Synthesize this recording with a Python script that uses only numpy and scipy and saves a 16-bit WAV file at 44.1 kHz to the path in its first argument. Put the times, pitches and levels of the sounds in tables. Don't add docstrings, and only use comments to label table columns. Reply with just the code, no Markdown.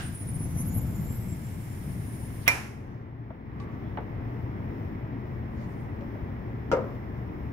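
import sys
import numpy as np
from scipy import signal
from scipy.fft import rfft, irfft, next_fast_len
from scipy.io import wavfile
from scipy.ndimage import uniform_filter1d

SR = 44100
rng = np.random.default_rng(int(sys.argv[2]) if len(sys.argv) > 2 else 0)


def generate_wav(signal):
    frames = np.transpose(np.atleast_2d(signal))
    scaled = np.clip(frames, -1, 1) * 32767
    pcm = np.round(scaled).astype(np.int16)
    wavfile.write(sys.argv[1], SR, pcm)


def how_loud(loudness_db):
    steps = np.asarray(loudness_db, float) / 20
    return 10 ** steps


N = 331632
T = np.arange(N) / SR
SHORT = T[:32768]
SLIDE = 115200
SNAP_S, STEP_S = 2.4775, 6.715
LAG = -18

# (t/s, level/dB)
PUSH = [(0, -32), (.19, -39), (.23, -32.5), (.8, -29), (1.07, -30.5), (1.7, -39.5), (1.88, -35),
        (2.44, -43.5), (2.6, -45)]
# (f/Hz, level/dB per Hz)
WHEEL_COLOUR = [(12, -39), (20, -9.5), (43, -15.5), (82, 0), (157, -1.5), (387, -23), (424, -39),
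                (481, -23), (566, -31), (619, -28), (1500, -38.5), (1950, -71), (3300, -120)]
# (f/Hz, level/dB per Hz)
BRISTLE_COLOUR = [(710, -52), (1200, -13.5), (1640, 2), (1950, -0.5), (2130, 4.5), (2320, -0.5),
                  (2530, -3.5), (4650, -11.5), (5240, -6.5), (6440, -10), (7330, -8), (7910, -12),
                  (9310, -2.5), (15200, -7.5), (16000, -20.5)]
# (t/s, centre f/Hz, resting level/dB)
HIGH_SQUEAL = [(.002, 9250, -59), (.3, 10150, -57), (.55, 11150, -54), (.85, 11800, -56),
               (1.34, 11700, -66)]
THIN_SQUEAL = [(.4, 6100, -67), (.58, 6330, -65.5), (.7, 6930, -66), (.86, 7280, -66), (1.25, 7700, -67),
               (1.78, 7620, -73)]
LATE_SQUEAL = [(1.75, 9400, -68), (2, 9550, -60), (2.3, 9700, -63.5), (2.47, 9650, -56.5)]
TOP_SQUEAL = [(.98, 12100, -68), (1.05, 12300, -57), (1.2, 12600, -58), (1.36, 12900, -74)]
# (start t/s, length/s, gain/dB)
HIGH_GRIPS = [(0.021, 0.066, 12), (0.144, 0.097, 10.5), (0.273, .04, 12.5), (0.331, 0.038, 11.5),
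              (.392, 0.067, 10), (0.566, .065, 14), (.65, .045, 11), (.72, .075, 9), (.745, .04, 6),
              (.817, 0.013, 11), (1.105, 0.023, 9), (1.14, .04, 12)]
THIN_GRIPS = [(0.571, 0.045, 13), (.69, .06, 11), (.78, .04, 9), (.94, .075, 7), (1.05, .1, 10),
              (1.195, .04, 3), (1.285, .06, 9), (1.44, 0.055, 7), (1.7, .04, 8.7)]
LATE_GRIPS = [(2.065, .04, 6), (2.125, .04, 7), (2.19, .085, 8)]
# (t/s, level/dB)
NIGHT_SWELL = [(0, -44.5), (2.45, -39.5), (2.9, -40), (3.15, -42.5), (3.42, -41.5), (3.62, -36.5),
               (4.3, -35), (7.52, -36)]
# (f/Hz, level/dB per Hz)
TRAFFIC_COLOUR = [(12, -50.5), (20, -18.5), (54, -10), (80, -4), (113, -1.5), (164, -9), (266, -10.5),
                  (442, -17), (500, -21.5), (905, -23.5), (1470, -32.5), (1980, -29.5), (2680, -42.5),
                  (3500, -49.5), (5000, -63), (6500, -91.5)]
# (f/Hz, width/Hz, level/dB)
FANS = [(63.7, 3.6, -47.5), (118.4, 2.8, -41.5), (222.3, 8.2, -49.5), (265, 8.9, -52)]
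# (f/Hz, level/dB per Hz)
AIR_COLOUR = [(2700, -28), (4600, -7), (5290, 2), (6470, -10.5), (7250, -10), (7910, -20), (9620, -11.5),
              (10800, -11.5), (12900, -6), (13800, -4.5), (15100, -0.5), (15800, -2.5)]
# (f/Hz, level/dB per Hz)
TUG_TAIL = [(290, -45), (500, -28), (736, -3), (961, -13), (1620, -1.5), (2290, -15.5), (2560, -8.5),
            (4740, -18.5), (9000, -24), (11700, -49), (19800, -120)]
# (t/s, length/s, f/Hz, width/Hz, level/dB)
RUSTLES = [(2.43, 0.025, 4100, 4000, -57.5), (2.472, 0.01, 2000, 3000, -39),
           (3.622, .025, 4200, 12000, -69), (3.74, .025, 4750, 5000, -76), (4.85, .3, 14800, 700, -82),
           (5.8, .2, 15200, 900, -81), (3.881, 0.075, 3400, 370, -71), (5.613, 0.045, 4600, 4400, -66),
           (5.8, .05, 10000, 2500, -77), (5.72, 0.22, 10000, 12000, -75), (2.95, .12, 5300, 2500, -80),
           (5.76, .15, 5300, 2500, -78)]
# (ring/dB, contact/ms, crack/dB, crack t60/s, tail/dB, tail t60/s)
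SNAP_HIT = (-8.5, 5, -11, 0.045, -26, 0.5463)
STEP_HIT = (-13, 10, -31, 1, -23, 0.51)
# (left minus right level/dB, left lag/samples)
SNAP_SIDE = (-3.5, -6)
STEP_SIDE = (0, -6)
# (f/Hz, level/dB, t60/s)
LATCH_MODES = [(571, -12, .1), (692, -12, .12), (960, -10, .1), (1123, -11, .1), (1300, -8, .1),
               (1560, -10, .08), (1960, -10.5, 0.051), (2080, 1.5, 0.059), (2200, -3, .05), (2367, 3, .17),
               (3800, -19, 0.049), (5620, -8, .035), (7470, -14.5, .03), (10500, -14.5, .02)]
SILL_MODES = [(326, -13, 0.2), (462, -6, 0.23), (517.6, 2, 0.27), (573, 1, .22), (614, -5, .15),
              (660, -9.5, .15), (930, -7.5, 0.19), (1173, -19, .25), (1271, -9, 0.14), (1362, -8, 0.14),
              (1680, -24, 0.12), (2100, -15, 0.11), (2920, -24, 0.055)]
# (f/Hz, level/dB per Hz)
LATCH_CRACK = [(500, -31.5), (900, -4.5), (1800, -9.5), (2150, 6), (3060, -16.5), (3800, -11),
               (4700, -21.5), (5600, -2.5), (6500, -18.5), (7400, -13), (8400, -17.5), (11000, -10.5),
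               (13500, -19), (15300, -14)]
SILL_CRACK = [(600, -18), (1400, 1.5), (1900, -12.5), (2850, -8), (3650, -24), (5800, -15), (6900, -27),
              (7500, -22), (8400, -39), (16000, -39.5)]
# (f/Hz, level/dB per Hz)
LATCH_TAIL = [(120, -37), (200, -12), (465, -7), (899, -2.5), (1080, -6), (1250, -5.5), (2420, -3),
              (3430, -18.5), (4770, -19), (5420, -13.5), (7970, -22.5), (10900, -18.5), (16000, -35)]
SILL_TAIL = [(120, -44), (200, -15.5), (393, -5.5), (504, -1.5), (844, -15), (1200, -12), (1520, -21),
             (3960, -48.5), (5170, -48), (8980, -65), (14000, -66)]
# (t/s, ring/dB, f/Hz, ring t60/s, tick/dB)
KNOCKS = [(3.305, -40, 652, 0.075, -40), (3.6, -42.5, 1140, 0.2, -46), (3.688, -48, 1133, 0.19, -65),
          (3.75, -53, 1143, 0.25, -66), (3.9735, -32, 863, 0.09, -29), (3.986, -35, 458, 0.054, -30),
          (4.705, -51, 900, .06, -45), (6.008, -41, 564, 0.22, -54.5), (6.155, -39, 608, 0.064, -42)]
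# (f/Hz, left minus right level/dB)
PORT_COLOUR = [(60, 3.5), (110, 2), (200, 2.5), (380, 3), (700, 4), (1290, -0.5), (2380, -2), (4400, 0),
               (8120, -2), (15000, -0.5)]
# (f/Hz, share 0-1)
LIKENESS = [(25, 1), (60, 0.95), (300, 0.91), (1000, 0.28), (4000, 0.07), (15000, 0)]


def curve(table, out_db=-120):
    s, *cols = np.transpose(table)
    inner = [np.interp(T, s, c) for c in cols[:-1]]
    return inner + [np.interp(T, s, cols[-1], out_db, out_db)]


def colour(x, points):
    hz, db = np.transpose(points)
    n = x.shape[-1]
    log_hz = np.log(np.arange(1, n // 2 + 2) * SR / n)
    gain = how_loud(np.interp(log_hz, np.log(hz), db))
    return irfft(rfft(x) * gain, n)


def unit(x):
    return x / np.sqrt(np.mean(x ** 2))


def walk(rate, size=N):
    k = int(SR / rate)
    held = np.repeat(rng.standard_normal(size // k + 1), k)
    smooth = uniform_filter1d(uniform_filter1d(held, k), k)
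    return unit(smooth[:size])


def ports(direct, other, lag=LAG):
    hz, share = np.transpose(LIKENESS)
    share = np.clip(share, .01, .99)
    same = colour(direct, np.transpose([hz, 10 * np.log10(share)]))
    apart = colour(other, np.transpose([hz, 10 * np.log10(1 - share)]))
    return np.array([np.roll(same, lag), same]) + apart


def field(points, lag=LAG, size=N):
    noise = rng.standard_normal((3, size))
    return unit(colour(ports(noise[0], noise[1:], lag), points))


def fade(t60):
    return np.exp(-np.log(1000) * SHORT / t60)


def add(out, at, x):
    i = int(at * SR)
    out[:, i:i + x.shape[1]] += x[:, :N - i]


def wheels(bump_rate=70, share=0.54):
    bumps = (rng.random(N) < bump_rate / SR) * rng.standard_normal(N)
    steady = rng.standard_normal(N)
    drive = share * unit(bumps) + np.sqrt(1 - share ** 2) * steady
    body = ports(drive, rng.standard_normal((2, N)), lag=-2)
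    return unit(colour(body, WHEEL_COLOUR)) * how_loud(curve(PUSH)[0])


def brush():
    usual_push_db = -37
    extra_push = curve(PUSH, usual_push_db)[0] - usual_push_db
    stop = 400 * np.maximum(T - SNAP_S, 0)
    return field(BRISTLE_COLOUR) * how_loud(-54 + 0.12 * extra_push - stop + 0.48 * walk(40))


def town():
    swell, = curve(NIGHT_SWELL)
    rumble = field(TRAFFIC_COLOUR) * how_loud(0.26 * walk(6))
    fans = 0
    for hz, w, db in FANS:
        hump = [(hz - 3 * w, -120), (hz - w / 2, -3), (hz, 0), (hz + w / 2, -3), (hz + 3 * w, -120)]
        fans = fans + how_loud(db + 33.5) * field(hump)
    open_db = -35
    air_db = -70 + 1.6 * (swell - open_db) + 1.1 * walk(8.0) + 1.2 * walk(1.3)
    return (rumble + fans) * how_loud(swell) + field(AIR_COLOUR) * how_loud(air_db)


def first_tug():
    return field(TUG_TAIL, size=len(SHORT)) * fade(0.48) * how_loud(-39.5)


def handle():
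    return how_loud(-54) * np.sin(2 * np.pi * 1600 * SHORT)[None] * fade(.6)


def grip(events, edge_s=.012):
    held = np.zeros(N)
    for s, length, db in events:
        inside = np.minimum(T - s, s + length - T)
        held += db * np.clip(inside / edge_s + .5, 0, 1)
    return held


def squeal(table, grips, sag_hz, count, spread_hz, wander_hz, jitter_hz, flutter_db):
    hz, db = [column[:SLIDE] for column in curve(table)]
    held = grip(grips)[:SLIDE]
    tones = 0
    for offset in np.linspace(-1, 1, count) * (count > 1):
        pitch = hz - sag_hz * held + offset * spread_hz
        pitch = pitch + wander_hz * walk(30, size=SLIDE) + jitter_hz * walk(900, size=SLIDE)
        loudness = how_loud(flutter_db * walk(170, size=SLIDE) - 5 * offset ** 2)
        tones = tones + loudness * np.sin(2 * np.pi * np.cumsum(pitch) / SR)
    dry = np.pad(unit(tones) * how_loud(db + held), (0, N - SLIDE))
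    left = np.roll(dry, LAG) + .5 * np.roll(dry, 310)
    right = dry + .5 * np.roll(dry, 420)
    return np.array([left, right])


def rustle(length, hz, width, db):
    low, high = hz / (1 + width / hz / 2), hz + width / 2
    noise = field([(low / 2.2, -45), (low, -4), (hz, 0), (high, -4), (1.5 * high, -45)], size=len(SHORT))
    swell = np.exp(-((SHORT - SHORT.mean()) / length) ** 2)
    return noise * how_loud(db + 1.7 * walk(80, size=len(SHORT))) * swell


def strike(hit, side, modes, crack, tail):
    ring_db, contact_ms, crack_db, crack_t60, tail_db, tail_t60 = hit
    pan_db, lag = side
    size = len(SHORT)
    ring = sum(how_loud(db) * np.sin(2 * np.pi * hz * SHORT) * fade(t60) for hz, db, t60 in modes)
    age = 1000 * SHORT / np.clip(contact_ms, 1, 9)
    push = rng.standard_normal((3, size)) * np.exp(-age) * (1 - np.exp(-9 * age))
    push[0, 40] += 14
    push[0, int(contact_ms * 2.1 * SR / 1000)] += 12
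    body = signal.fftconvolve(push[0] + .5 * push[1:], ring[None], axes=1)[:, :size]
    body *= how_loud(ring_db) / np.abs(body).max(axis=1, keepdims=True)
    body[1] = np.roll(body[1], -lag)
    crack_shape = fade(np.clip(crack_t60, .03, .13)) * (1 - fade(.006))
    body += field(crack, lag, size=size) * crack_shape * how_loud(crack_db)
    room = field(tail, lag, size=size) * fade(tail_t60) * (1 - fade(0.013)) * how_loud(tail_db)
    return body * how_loud(np.array([[pan_db], [-pan_db]]) / 2) + room


def knock(ring_db, hz, t60, tick_db, lead=1024):
    top_hz = 24800 * t60
    ring = how_loud(ring_db) * np.sin(2 * np.pi * hz * SHORT) * fade(t60) * (1 - fade(0.0089))
    slope = [(90, -20), (200, -2), (800, 0), (top_hz, -14), (2 * top_hz, -36), (3 * top_hz, -55)]
    tick_shape = (fade(0.026) + 0.33 * fade(0.23)) * (1 - fade(.002))
    tick = how_loud(tick_db) * field(slope, lag=-3.5, size=len(SHORT)) * tick_shape
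    return colour(np.roll(ring + tick, lead, axis=1), [(2 * top_hz, 0), (3 * top_hz, -35)])


def scene():
    out = wheels() + brush() + town()
    add(out, 0, first_tug())
    add(out, 0, handle())
    out += squeal(HIGH_SQUEAL, HIGH_GRIPS, sag_hz=25, count=9, spread_hz=750,
                  wander_hz=100, jitter_hz=180, flutter_db=6.0)
    out += squeal(THIN_SQUEAL, THIN_GRIPS, sag_hz=18, count=1, spread_hz=0,
                  wander_hz=80, jitter_hz=150, flutter_db=3.5)
    out += squeal(TOP_SQUEAL, [], sag_hz=0, count=1, spread_hz=0,
                  wander_hz=60, jitter_hz=120, flutter_db=5.0)
    out += squeal(LATE_SQUEAL, LATE_GRIPS, sag_hz=20, count=5, spread_hz=700,
                  wander_hz=150, jitter_hz=204, flutter_db=3.5)
    for at, *cloth in RUSTLES:
        add(out, at - SHORT.mean(), rustle(*cloth))
    add(out, SNAP_S, strike(SNAP_HIT, SNAP_SIDE, LATCH_MODES, LATCH_CRACK, LATCH_TAIL))
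    for at, *blow in KNOCKS:
        add(out, at - 1024 / SR, knock(*blow))
    add(out, STEP_S, strike(STEP_HIT, STEP_SIDE, SILL_MODES, SILL_CRACK, SILL_TAIL))
    return out


def low_pass(x):
    return signal.sosfilt(signal.butter(12, 16650, fs=SR, output="sos"), x)


def record(dry):
    top_hz = 15800
    hz, db = np.transpose(PORT_COLOUR)
    spare = next_fast_len(N + 4096) - N
    dry = np.pad(dry, ((0, 0), (0, spare)), mode="reflect")
    left = colour(dry[0], np.transpose([hz, db / 2]))
    right = colour(dry[1], np.transpose([hz, -db / 2]))
    wet = colour(np.array([left, right]), [(top_hz - 60, 0), (top_hz, -70)])[:, :N]
    return low_pass(wet)


dry = scene()
out = record(dry)
generate_wav(out)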